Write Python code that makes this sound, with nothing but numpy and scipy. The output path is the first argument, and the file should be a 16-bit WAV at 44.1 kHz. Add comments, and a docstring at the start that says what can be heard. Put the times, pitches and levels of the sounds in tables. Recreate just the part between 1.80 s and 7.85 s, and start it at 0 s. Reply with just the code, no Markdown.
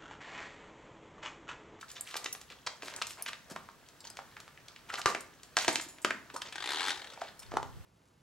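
"""Debris cracks, footfalls thud, grit crumbles, slabs knock; small metal pieces, perhaps a dog's collar tags, clink.
A creak comes late, over hiss. Someone walks over broken plaster and rubble in a derelict corridor, camera in hand.
Debris is sparse clicks, smeared and filtered by each piece; metal adds damped partials; the creak is stick-slip.
Side walls return a short flutter, nearby surfaces a scatter of echoes and the bare rooms a tail.
Heel thumps are damped pushes, handling is low filtered noise; the camera adds soft limiting and a thin whine."""
import sys
import numpy as np
from scipy import signal
from scipy.fft import rfft, irfft
from scipy.io import wavfile
from scipy.ndimage import map_coordinates

SR = 44100
rng = np.random.default_rng(int(sys.argv[2]) if len(sys.argv) > 2 else 0)


def wrap_up_sound(samples):
    """Save the sound to the file named by the first command line argument, as 16-bit audio."""
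    columns = np.atleast_2d(samples).T
    # keep every value between -1 and 1, then stretch to whole-number steps
    tamed = np.clip(columns, -1, 1)
    steps = np.round(tamed * 32767).astype(np.int16)
    wavfile.write(sys.argv[1], SR, steps)


N = 266805

# Background hiss spectrum. Each row: frequency in Hz, relative density in dB per Hz.
HISS_SPECTRUM = [(24, -35), (40, 1), (156, 0.5), (186, -2.5), (270, -2), (746, -8.5), (1780, -6.5),
                 (2110, -13), (2710, -13), (15000, -21.5)]
HISS_RMS_DB, HISS_SWELL_DB, HISS_SWELL_S = -60.5, 1.1, .12  # mean level, swell scatter, knot spacing

# Handling rumble spectrum. Each row: frequency in Hz, relative density in dB per Hz.
HANDLING_SPECTRUM = [(15, -17), (70, 0.0), (130, 3.0), (250, -21.0), (1000, -39), (8000, -104)]
# The hand bumps the camera. Each row: centre in seconds, peak rms in dB, half length to 1/e in seconds.
HAND_BUMPS = [(3.262, -50, 0.018), (5.77, -49, 0.11), (5.968, -47, 0.072)]
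GRIP_RMS_DB = -77  # steady hand

# Loose grains: always, added just after a crunch, added under the weight that makes the creak.
GRIT_RMS_DB, STIRRED_RMS_DB, LOADED_RMS_DB = -68.5, -60, -57.5
SETTLE_S, LOADED_UNTIL_S = 0.048, 5.45

# A piece of debris cracks or a footfall thuds, with one broad resonance.
# Each row: start in seconds, energy in dB before trim, centre in Hz, width in octaves.
CRACKS_AND_THUDS = [(0.0112, -21.5, 4620, 3), (0.028, -19.0, 1330, 0.42), (0.115, -19.5, 12000, 0.91),
                    (0.166, -22, 3420, 0.2), (0.273, -23.5, 3240, 0.23), (0.342, -12, 1680, 1.2),
                    (0.3548, -11, 860, 0.97), (0.4423, -12.5, 12000, 2.3), (0.5491, -18, 1250, 2),
                    (0.613, -22, 12000, 4.1), (0.701, -22.5, 2400, 0.86), (1.0223, -16, 2010, 0.98),
                    (1.031, -17.5, 467, 1.5), (1.0821, -15.5, 1400, 1.1), (1.138, -19.5, 1960, 1.7),
                    (1.1628, -14, 8560, 0.66), (1.22, -5, 2830, 1.04), (1.2688, -14, 12000, 0.99),
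                    (1.3068, -20.0, 2600, 0.61), (1.4615, -11, 2140, 0.69), (1.5312, -13.5, 2160, 0.68),
                    (1.713, -18, 209, 0.95), (1.7612, -10.5, 970, 0.93), (1.8876, -20.5, 1180, 0.4),
                    (2.087, -28.5, 4840, 1.7), (2.37, -18.5, 2250, 1.6), (2.389, -13.5, 870, 0.69),
                    (2.567, -18.5, 1620, 0.77), (2.6016, -22, 2300, 2.8), (2.6785, -25, 1310, 1.04),
                    (2.775, -26, 2100, 0.37), (2.883, -22, 3620, 1.1), (2.9619, -23, 2500, 0.66),
                    (3.1, -13.5, 1500, 0.27), (3.139, -8, 1300, 1.4), (3.1546, -14, 3900, 0.42),
                    (3.181, -13.5, 1400, 0.26), (3.216, -12.5, 3510, 0.82), (3.633, -23, 7950, 1.9),
                    (3.7768, -4, 890, 0.43), (3.7864, -4, 4630, 0.83), (3.846, -8, 1770, 2.2),
                    (3.8851, -3.5, 610, 1.54), (3.889, -9, 4000, 1.2), (3.9974, -12, 1610, 1.1),
                    (4.184, -26, 1620, 1.1), (4.5, -20.5, 1550, 0.8), (4.5615, -10.0, 1120, 0.4),
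                    (4.6185, -10, 2420, 1.35), (5.3752, -22, 670, 0.49), (5.7174, -15.5, 674, 0.91),
                    (5.8287, -12.5, 520, 1.46)]
# Rubble radiates little deep bass or top treble. Each row: frequency in Hz, gain in dB.
RUBBLE_REACH = [(20, -67), (100, -6.5), (220, -1.5), (7300, -3), (10500, -11), (16000, -23)]
# The walker leaves the open room for the narrow corridor.
# Each row: time in seconds, impact send to the tail in dB before each impact type's offset.
TAIL_SEND = [(0, -10), (3.7, -8), (4.2, -9), (6, -11)]
LEAD_S = .008  # grinding before the click

# Grit crumbles under a foot. Each row: start in seconds, energy in dB, middle ring in Hz, snap in dB,
# length in seconds.
GRIT_CRUNCHES = [(0.083, -22, 2820, 16, 0.028), (0.148, -20, 3380, -11.5, 0.042),
                 (0.256, -15.5, 2150, 7.5, 0.094), (0.358, -9, 2920, 14.5, 0.017),
                 (0.376, -21.5, 1010, -7, 0.089), (0.456, -8, 3600, -13.5, 0.0082),
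                 (0.7, -22, 2140, -1, 0.034), (0.863, -8.5, 3940, -9.5, 0.013), (1.024, -19, 540, 8, 0.06),
                 (1.046, -16, 2480, 5, 0.077), (1.114, -17, 2680, -34, 0.09), (1.27, -17, 4170, 19, 0.072),
                 (1.373, -19, 1290, -0.5, 0.053), (1.466, -9.5, 2140, 2, 0.031),
                 (1.696, -18, 855, 7, 0.034), (2.241, -26.5, 4870, -4, 0.023),
                 (3.087, -17, 1540, 1.5, 0.023), (3.122, -14, 1280, 1, 0.029),
                 (3.172, -11.5, 1200, 5, 0.033), (3.264, -6, 1080, 3, 0.057), (3.792, -7, 3330, 9, 0.047),
                 (3.916, -14, 1520, 14, 0.049), (4.005, -22, 6340, 13, 0.057),
                 (4.535, -16.5, 545, 5, 0.017), (4.647, -17, 3730, -15, 0.047), (5.407, -18, 2250, -1, 0.1),
                 (5.618, -24.5, 1920, 12, 0.02), (5.712, -13, 640, -7, 0.066)]
MID_PIECE_HZ, THUD_DB, THUD_DB_PER_OCTAVE = 1340, 7.5, 7  # bigger chips ring lower and thud more
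FIZZ_DB, FIZZ_DB_PER_SNAP_DB = -10, 1.8

# Small metal pieces, perhaps a dog's collar tags, touch. Each row: start in seconds, energy in dB,
# main partial in Hz, second partial in Hz, t60 in seconds, chatter decay in seconds.
METAL_CLINKS = [(0.2097, -10.5, 8150, 7160, .04, 0.00039), (0.527, -10, 10400, 5830, 0.039, 0.0031),
                (1.4235, -10, 10100, 11200, 0.055, 0.0014), (2.205, -25.5, 4930, 7460, .06, 0.0071),
                (2.251, -25.5, 6200, 4400, .12, 0.0063), (2.271, -19.5, 4470, 5900, 0.047, 0.0044),
                (2.301, -21, 7860, 5040, 0.067, 0.0015), (3.407, -20, 8320, 6900, .08, 0.0074),
                (3.928, -15, 6890, 8100, 0.13, 0.008), (4.011, -13.5, 6950, 8140, 0.13, 0.017),
                (4.087, -19.5, 7040, 10330, .25, 0.029), (4.218, -23, 8050, 7170, .2, 0.017),
                (4.564, -16, 5400, 8640, 0.15, 0.0077), (5.593, -20, 8570, 5400, 0.087, 0.0079)]
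# Weaker modes of the metal, before scatter. Each entry: frequency in Hz.
METAL_MODES_HZ = [4350, 4860, 5400, 6300, 6920, 8200, 8900, 10900, 11020, 12700, 14030]
CLINK_REACH_LN, CLINK_DETUNE_SHARE = .7, .012  # width of the struck group (log frequency), pitch scatter

# A slab tips and knocks. Each row: start in seconds, energy in dB before trim, body in Hz, body in dB,
# main ring in Hz, upper ring in Hz, upper ring in dB, snap in dB; the parts are relative to the main ring.
SLAB_KNOCKS = [(0.872, -6.5, 1110, 1.5, 1830, 4450, -1, -16), (1.2155, -7, 730, -12, 1300, 3410, -9, -23.5),
               (3.2583, 7.5, 413, -8.5, 1160, 1980, -10.5, -16.5),
               (3.348, -4.5, 514, 0.5, 1510, 2200, -0.5, -16.5),
               (3.768, 4.5, 1000, -0.5, 1550, 1920, -1.5, -3.5),
               (3.8799, 5.5, 374, -3, 780, 1880, -3.5, -8.5), (3.9565, -0.5, 480, -1.5, 1820, 2570, 6.5, 3),
               (4.2467, 4, 370, -6, 1290, 2600, -9, -17.5), (4.306, -1, 477, -7, 1590, 1960, -3.5, -26.5),
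               (5.4162, -7, 720, -22, 716, 1290, -6, -24), (5.739, -9.5, 300, -7, 587, 1700, -21, -47),
               (5.769, 2, 463, -6.5, 820, 1040, 1, -25)]

# A heel lands and the floor thumps. Each row: start in seconds, envelope peak in dB.
HEEL_THUMPS = [(3.259, -25.5), (3.881, -37.5)]
THUMP_S = .0014  # time constant of the push

# Creak speed. Each row: time in seconds, slips per second.
CREAK_SLIP_RATE = [(4.7245, 27), (4.8, 49), (5., 87), (5.08, 97), (5.21, 40), (5.345, 28)]
# Body the slips shake, before scatter. Each row: frequency in Hz, relative density in dB per Hz.
CREAK_BODY_SPECTRUM = [(90, -26), (200, -21), (300, -0.5), (440, -2.5), (630, -7), (800, 6), (1100, 4),
                       (1700, 7), (2550, 1), (3700, 7.5), (4600, 2), (5400, -5.5), (8500, -7.5),
                       (11500, -16), (15000, -43)]
# Weight on the creak. Each row: time in seconds, added slip force in dB.
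CREAK_WEIGHT = [(4.75, 0), (4.8, 0), (4.92, 1.5), (4.96, -1), (4.985, -1), (4.997, 1), (5.028, -2),
                (5.045, -3), (5.062, -0.5), (5.1, 2.5), (5.12, -3.5)]
SLIP_DB, SLIP_AT_PER_S, SLIP_DB_PER_OCTAVE = -9, 82, 5  # faster slips hit harder
EASE_S, EASE_DB = 5.118, -3.5  # the weight comes off and the slips turn soft
SLIP_WANDER_DB, SLIP_JITTER_S = 1.3, .0003  # each slip catches at another spot

WALLS_S = .00756  # round trip between the side walls
# Tail of the rooms. Each row: frequency in Hz, t60 in seconds.
ROOM_T60 = [(150, 0.96), (500, 0.34), (1200, 0.41), (3000, 0.37), (7000, 0.38), (14000, 0.38)]

# Left-right likeness of diffuse sound. Each row: frequency in Hz, correlation.
PORT_LIKENESS = [(40, 0.54), (150, 1), (400, 0.75), (1200, 0.77), (3000, 0.63), (6000, 0.37), (14000, 0.94)]
# Phase between the ports. Each row: frequency in Hz, left lead in radians.
PORT_LEAD = [(10, 0.52), (3000, 0.42), (6000, 0.88), (7500, 0.98), (9500, 2.07), (11000, 2.05),
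             (12500, 1.4), (15000, 2.8)]
EDGE_HZ = 16250  # upper band limit


def amp(db):
    """Decibels to gain."""
    return 10 ** (np.asarray(db) / 20)


def unit(x):
    """Scales to energy 1."""
    return x / np.sqrt(np.sum(x ** 2) + 1e-20)


def read(points, hz):
    """Reads a table of (Hz, value) on a log-frequency axis."""
    f, value = np.transpose(points)
    return np.interp(np.log(hz + 1), np.log(f + 1), value)


def add(mix, start_s, sound):
    """Mixes a sound in from start_s."""
    part = mix[max(0, round(start_s * SR)):][:len(sound)]
    part += sound[:len(part)]


def colour(x, shape, size=2048):
    """Causal minimum-phase filter whose gain in dB is shape(Hz)."""
    log_gain = np.log(amp(shape(abs(np.fft.fftfreq(size, 1 / SR)))))
    taps = np.fft.ifft(np.exp(np.conj(signal.hilbert(log_gain)))).real
    return signal.oaconvolve(x, taps[:size // 2])


def hump(f, hz, octaves):
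    """Power of one broad resonance."""
    return (1 + (np.log2((f + 1) / hz) / octaves) ** 2) ** -2.


def diffuse(a, b):
    """Two unrelated signals become the partly alike pair that two close ports hear."""
    same = np.clip(read(PORT_LIKENESS, np.fft.rfftfreq(N, 1 / SR)), 0, 1)
    mid = rfft(a[:N]) * np.sqrt((1 + same) / 2)
    side = rfft(b[:N]) * np.sqrt((1 - same) / 2)
    return irfft([mid + side, mid - side], N)


def noise(spectrum):
    """Diffuse filtered noise of about rms 1."""
    white = rng.standard_normal((2, N))
    coloured = [unit(colour(w, lambda f: read(spectrum, f))) for w in white]
    return diffuse(*coloured) * np.sqrt(N)


def grains(count, per_s, spread_db):
    """Sparse clicks of either sign, a few much larger than the rest."""
    size = amp(spread_db * np.minimum(rng.exponential(1, count), 3.5))
    return size * rng.choice([-1, 1], count) * (rng.random(count) < per_s / SR)


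def smear(x, longest_s=.0009, count=3):
    """A click rattles through a solid piece: all-pass loops spread it and keep its spectrum."""
    for delay in (SR * longest_s * rng.uniform(.15, 1, count)).astype(int):
        loop = np.r_[1, np.zeros(delay), .55 * rng.choice([-1, 1])]
        x = signal.lfilter(loop[::-1], loop, x)
    return x


def shard(drive, hz, thud_db, snap_db, fizz_db, ring_db):
    """Rubble answers a force with a broad spectrum and one quickly damped ring."""
    body = [(20, thud_db - 28), (90, thud_db - 14), (190, thud_db - 6), (400, thud_db * .4),
            (800, 0), (1500, -1), (2600, snap_db / 2 - 1), (4800, snap_db),
            (7300, (snap_db + fizz_db) / 2 + 3), (10500, fizz_db), (16000, fizz_db - 12)]

    def gain_db(f):
        return read(body, f) + ring_db / (1 + (np.log((f + 1) / hz) / 0.28) ** 2)

    return unit(colour(drive, gain_db))


def hiss():
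    """Diffuse background noise whose level rises and sinks a little."""
    knots_s = np.arange(0, N / SR + HISS_SWELL_S, HISS_SWELL_S)
    swell_db = HISS_SWELL_DB * np.interp(np.arange(N) / SR, knots_s, rng.standard_normal(len(knots_s)))
    return amp(HISS_RMS_DB + swell_db) * noise(HISS_SPECTRUM)


def grip():
    """Strength of the handling rumble: a steady hand and a few soft bumps."""
    t = np.arange(N) / SR
    bumps = sum(amp(db) * np.exp(-((t - s) / half_s) ** 2) for s, db, half_s in HAND_BUMPS)
    return amp(GRIP_RMS_DB) + bumps


def handling():
    """The shaking body pushes the two capsules in opposite senses."""
    return grip() * noise(HANDLING_SPECTRUM) * np.array([[1], [-1]])


def grit(near, far, room_db=-2, ring_db=20):
    """Loose grains tick, each size at its own pitch; crunches stir them, and they grind under the weight."""
    ticks = sum(shard(smear(grains(N, 45, 4)), hz, -4, -5, -14, ring_db)[:N]
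                for hz in np.geomspace(500, 6000, num=9))
    t = np.arange(N) / SR
    stirred = np.max([(t > s) * np.exp(-abs(t - s) / SETTLE_S) for s, *_ in GRIT_CRUNCHES], axis=0)
    loaded = (t > CREAK_SLIP_RATE[0][0]) & (t < LOADED_UNTIL_S)
    level = amp(GRIT_RMS_DB) + amp(STIRRED_RMS_DB) * stirred + amp(LOADED_RMS_DB) * loaded
    sound = unit(ticks) * np.sqrt(N) * level
    add(near, 0, sound)
    add(far, 0, amp(room_db) * sound)


def impact(near, far, s, db, power, lead_db, crumbs_db, crumbs_s, room_db):
    """A brief grind, then one click and a spray of crumbs, all coloured by the body that is hit."""
    t = np.arange(SR // 16) / SR
    rise = np.linspace(0, 1, round(LEAD_S * SR))
    lead = amp(lead_db) * unit(rng.standard_normal(len(rise)) * rise ** 2)
    drive = amp(crumbs_db) * unit(grains(len(t), 4000, 5.5) * np.exp(-t / crumbs_s))
    drive[0] += 1  # the click

    def gain_db(f):
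        return read(RUBBLE_REACH, f) + 10 * np.log10(power(f) + 1e-7)

    sound = amp(db) * unit(colour(smear(np.r_[lead, drive]), gain_db))
    send_db = room_db + np.interp(s, *np.transpose(TAIL_SEND))
    add(near, s - LEAD_S, sound)
    add(far, s - LEAD_S, amp(send_db) * sound)


def cracks_and_thuds(near, far, trim_db=-1):
    """A piece of debris cracks or a footfall thuds, each with one broad resonance."""
    for s, db, hz, octaves in CRACKS_AND_THUDS:
        impact(near, far, s, db + trim_db, lambda f: hump(f, hz, octaves),
               lead_db=-10.5, crumbs_db=-8, crumbs_s=.006, room_db=3)


def fizz_of(snap_db):
    """The sharper a piece breaks, the more top treble it gives, in dB over its mids."""
    return FIZZ_DB + FIZZ_DB_PER_SNAP_DB * snap_db


def crunches(near, far, room_db=-6, count=7):
    """Chips of several sizes fracture, each at its own pitch; the cloud swells and dies with the pressure."""
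    t = np.arange(SR // 5) / SR
    for s, db, hz, snap_db, length_s in GRIT_CRUNCHES:
        pressure = (t / length_s) ** 0.55 * np.exp(-3.6 * (t / length_s) ** 7.8)
        thud_db = THUD_DB - THUD_DB_PER_OCTAVE * np.log2(hz / MID_PIECE_HZ)
        chips = []
        for pitch_hz in hz * np.geomspace(.55, 1.9, num=count):
            drive = smear(grains(len(t), 240, 5.3) * pressure)
            chips.append(shard(drive, pitch_hz, thud_db, snap_db, fizz_of(snap_db), ring_db=22))
        sound = amp(db) * unit(sum(chips))
        add(near, s, sound)
        add(far, s, amp(room_db) * sound)


def clinks(near, far, contact_db=15, contact_s=0.0012, chatter_db=2, room_db=-11,
           second_db=-2, others_db=-11, tick_db=-4):
    """Metal chatters at the touch and rings in two strong partials and the weaker modes around them."""
    t = np.arange(SR // 4) / SR
    for s, db, main_hz, second_hz, t60_s, chatter_s in METAL_CLINKS:
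        scatter = rng.standard_normal(len(METAL_MODES_HZ))
        others_hz = np.array(METAL_MODES_HZ) * (1 + CLINK_DETUNE_SHARE * scatter)
        hz = np.r_[main_hz, second_hz, others_hz][:, None]
        others = amp(others_db) * np.exp(-(np.log(others_hz / main_hz) / CLINK_REACH_LN) ** 2)
        weight = np.r_[1, amp(second_db), others][:, None]
        partials = np.sin(2 * np.pi * (hz * t + rng.random(hz.shape)))
        ring = (weight * amp(-60 * t / t60_s) * partials).sum(0)
        touches = amp(chatter_db) * unit(grains(len(t), 1500, 2.5) * np.exp(-t / chatter_s))
        touches[0] += 1
        contact = 1 + amp(contact_db) * np.exp(-t / contact_s)
        ringing = signal.fftconvolve(touches, ring * contact)[:len(t)]
        tick = colour(smear(touches), lambda f: 10 * np.log10(hump(f, main_hz, 0.56) + 1e-7))[:len(t)]
        sound = amp(db) * unit(unit(ringing) + amp(tick_db) * unit(tick))
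        add(near, s, sound)
        add(far, s, amp(room_db) * sound)


def knocks(near, far, trim_db=-1, low_octaves=0.75, ring_octaves=0.34):
    """A slab tips underfoot and hits the floor: a hollow low body, two rings and the snap of its edge."""
    for s, db, low_hz, low_db, main_hz, upper_hz, upper_db, snap_db in SLAB_KNOCKS:
        parts = [(low_hz, low_octaves, low_db), (main_hz, ring_octaves, 0),
                 (upper_hz, ring_octaves, upper_db), (4500, 1.4, snap_db)]

        def power(f):
            return sum(amp(part_db) ** 2 * hump(f, hz, octaves) for hz, octaves, part_db in parts)

        impact(near, far, s, db + trim_db, power, lead_db=-33, crumbs_db=-8.5, crumbs_s=0.0042, room_db=2.5)


def thumps():
    """A heel gives the floor one low, quickly damped push."""
    out = np.zeros(N)
    u = np.arange(SR // 20) / SR / THUMP_S
    for s, db in HEEL_THUMPS:
        add(out, s, amp(db) * np.e * u * np.exp(-u) * np.cos(u))
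    return out


def creak(near, far, rub_db=6, rub_s=0.0041, room_db=-8):
    """Stick and slip: slips speed up, then slow; each shakes one body with its own force and colour."""
    at_s = np.arange(CREAK_SLIP_RATE[0][0], CREAK_SLIP_RATE[-1][0], 1 / SR)
    rate = np.interp(at_s, *np.transpose(CREAK_SLIP_RATE))
    slips = np.diff(np.floor(np.cumsum(rate) / SR), prepend=-1) > 0
    load_db = np.interp(at_s, *np.transpose(CREAK_WEIGHT)) + (at_s > EASE_S) * EASE_DB
    force_db = SLIP_DB + SLIP_DB_PER_OCTAVE * np.log2(rate / SLIP_AT_PER_S) + load_db
    t = np.arange(SR // 40) / SR
    body_hz, body_db = np.transpose(CREAK_BODY_SPECTRUM)
    for s, slip_db in zip(at_s[slips], force_db[slips]):
        body = np.c_[body_hz, body_db + SLIP_WANDER_DB * rng.standard_normal(len(body_hz))]
        drive = amp(rub_db) * unit(grains(len(t), 12000, 2) * np.exp(-t / rub_s))
        drive[0] += 1
        level = amp(slip_db + rng.standard_normal())
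        sound = level * unit(colour(smear(drive), lambda f: read(body, f)))
        start_s = s + SLIP_JITTER_S * rng.standard_normal()
        add(near, start_s, sound)
        add(far, start_s, amp(room_db) * sound)


def walls(x, first_db, count=6):
    """Sound bounces between the side walls and returns duller, at even intervals."""
    taps, bounce = np.zeros(SR // 10), .7
    for k in range(count):
        taps[round((k + 1) * WALLS_S * SR)] = amp(first_db) * bounce ** k
    dull = signal.firwin(9, 4500, fs=SR)
    return x + signal.oaconvolve(x, np.convolve(taps, dull, "same"))[:N]


def bearing(x, spread_s=.00002, change_s=.03):
    """Sounds come from several directions, so a wandering lag sets one port a little before the other."""
    n = np.arange(N)
    knots = np.arange(0, N + SR, change_s * SR)
    half_lag = np.interp(n, knots, rng.standard_normal(len(knots))) * spread_s * SR / 2  # samples
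    return np.array([map_coordinates(x, [n + side * half_lag], order=3) for side in (1, -1)])


def nearby(x, level_db=-10, start_s=0.0026, fade_s=0.019):
    """The floor and the door frame send back a quick scatter of echoes."""
    t = np.arange(SR // 30) / SR
    taps = [unit(grains(len(t), 2100, 7.9) * np.exp(-t / fade_s) * (t > start_s)) for _ in range(2)]
    return amp(level_db) * diffuse(*[signal.oaconvolve(x, side) for side in taps])


def room(x, build_s=0.0012, count=3):
    """Scattered echoes form a tail; each band dies at its own speed; the pattern shifts as the walker moves."""
    taps = np.array([grains(SR * 2 // 3, 3500, 2.5) for _ in range(2 * count)])
    hz, t, bands = signal.stft(taps, SR, nperseg=256)
    decay = amp(-60 * t / read(ROOM_T60, hz)[:, None])
    tails = signal.istft(bands * decay, SR, nperseg=256)[1]
    tails = tails * (1 - np.exp(-np.arange(tails.shape[1]) / SR / build_s))
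    turn = np.arange(N) / SR / 1.5 + np.arange(count)[:, None] / count  # half turns
    place = np.cos(np.pi * turn) * np.sqrt(2 / count)
    ports = [sum(signal.oaconvolve(x * share, unit(tail)) for share, tail in zip(place, side))
             for side in np.split(tails, 2)]
    return diffuse(*ports)


def corridor(*sources):
    """Sounds reach the camera directly and through the building."""
    near, far = np.zeros((2, N))
    for source in sources:
        source(near, far)
    direct = bearing(walls(near, first_db=-16.5))
    return direct + nearby(near) + room(walls(far, first_db=-18))


def scene(creak_left_db=1.74):
    """Steps on debris, metal clinks, the creak a little to the left, heel thumps, handling and hiss."""
    steps_and_clinks = corridor(grit, cracks_and_thuds, crunches, clinks, knocks)
    creaking = corridor(creak) * amp([[creak_left_db], [-creak_left_db]])
    return steps_and_clinks + creaking + thumps() + handling() + hiss()


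def record(dry, whine_hz=15734, whine_db=-83):
    """The ports differ in phase; the camera rounds off the peaks and adds its thin whine and band limit."""
    lead = read(PORT_LEAD, np.fft.rfftfreq(N, 1 / SR))
    pair = irfft(rfft(dry) * np.exp(1j * np.outer([.5, -.5], lead)), N)
    pair = pair / (1 + (pair / .28) ** 4) ** .25  # peaks stay below .28
    whine = amp(whine_db) * np.sin(2 * np.pi * whine_hz * np.arange(N) / SR)
    band_limit = signal.firwin(401, EDGE_HZ, window=("kaiser", 8), fs=SR)
    return signal.oaconvolve(pair + whine, band_limit[None], "same")


dry = scene()
out = record(dry)
wrap_up_sound(out)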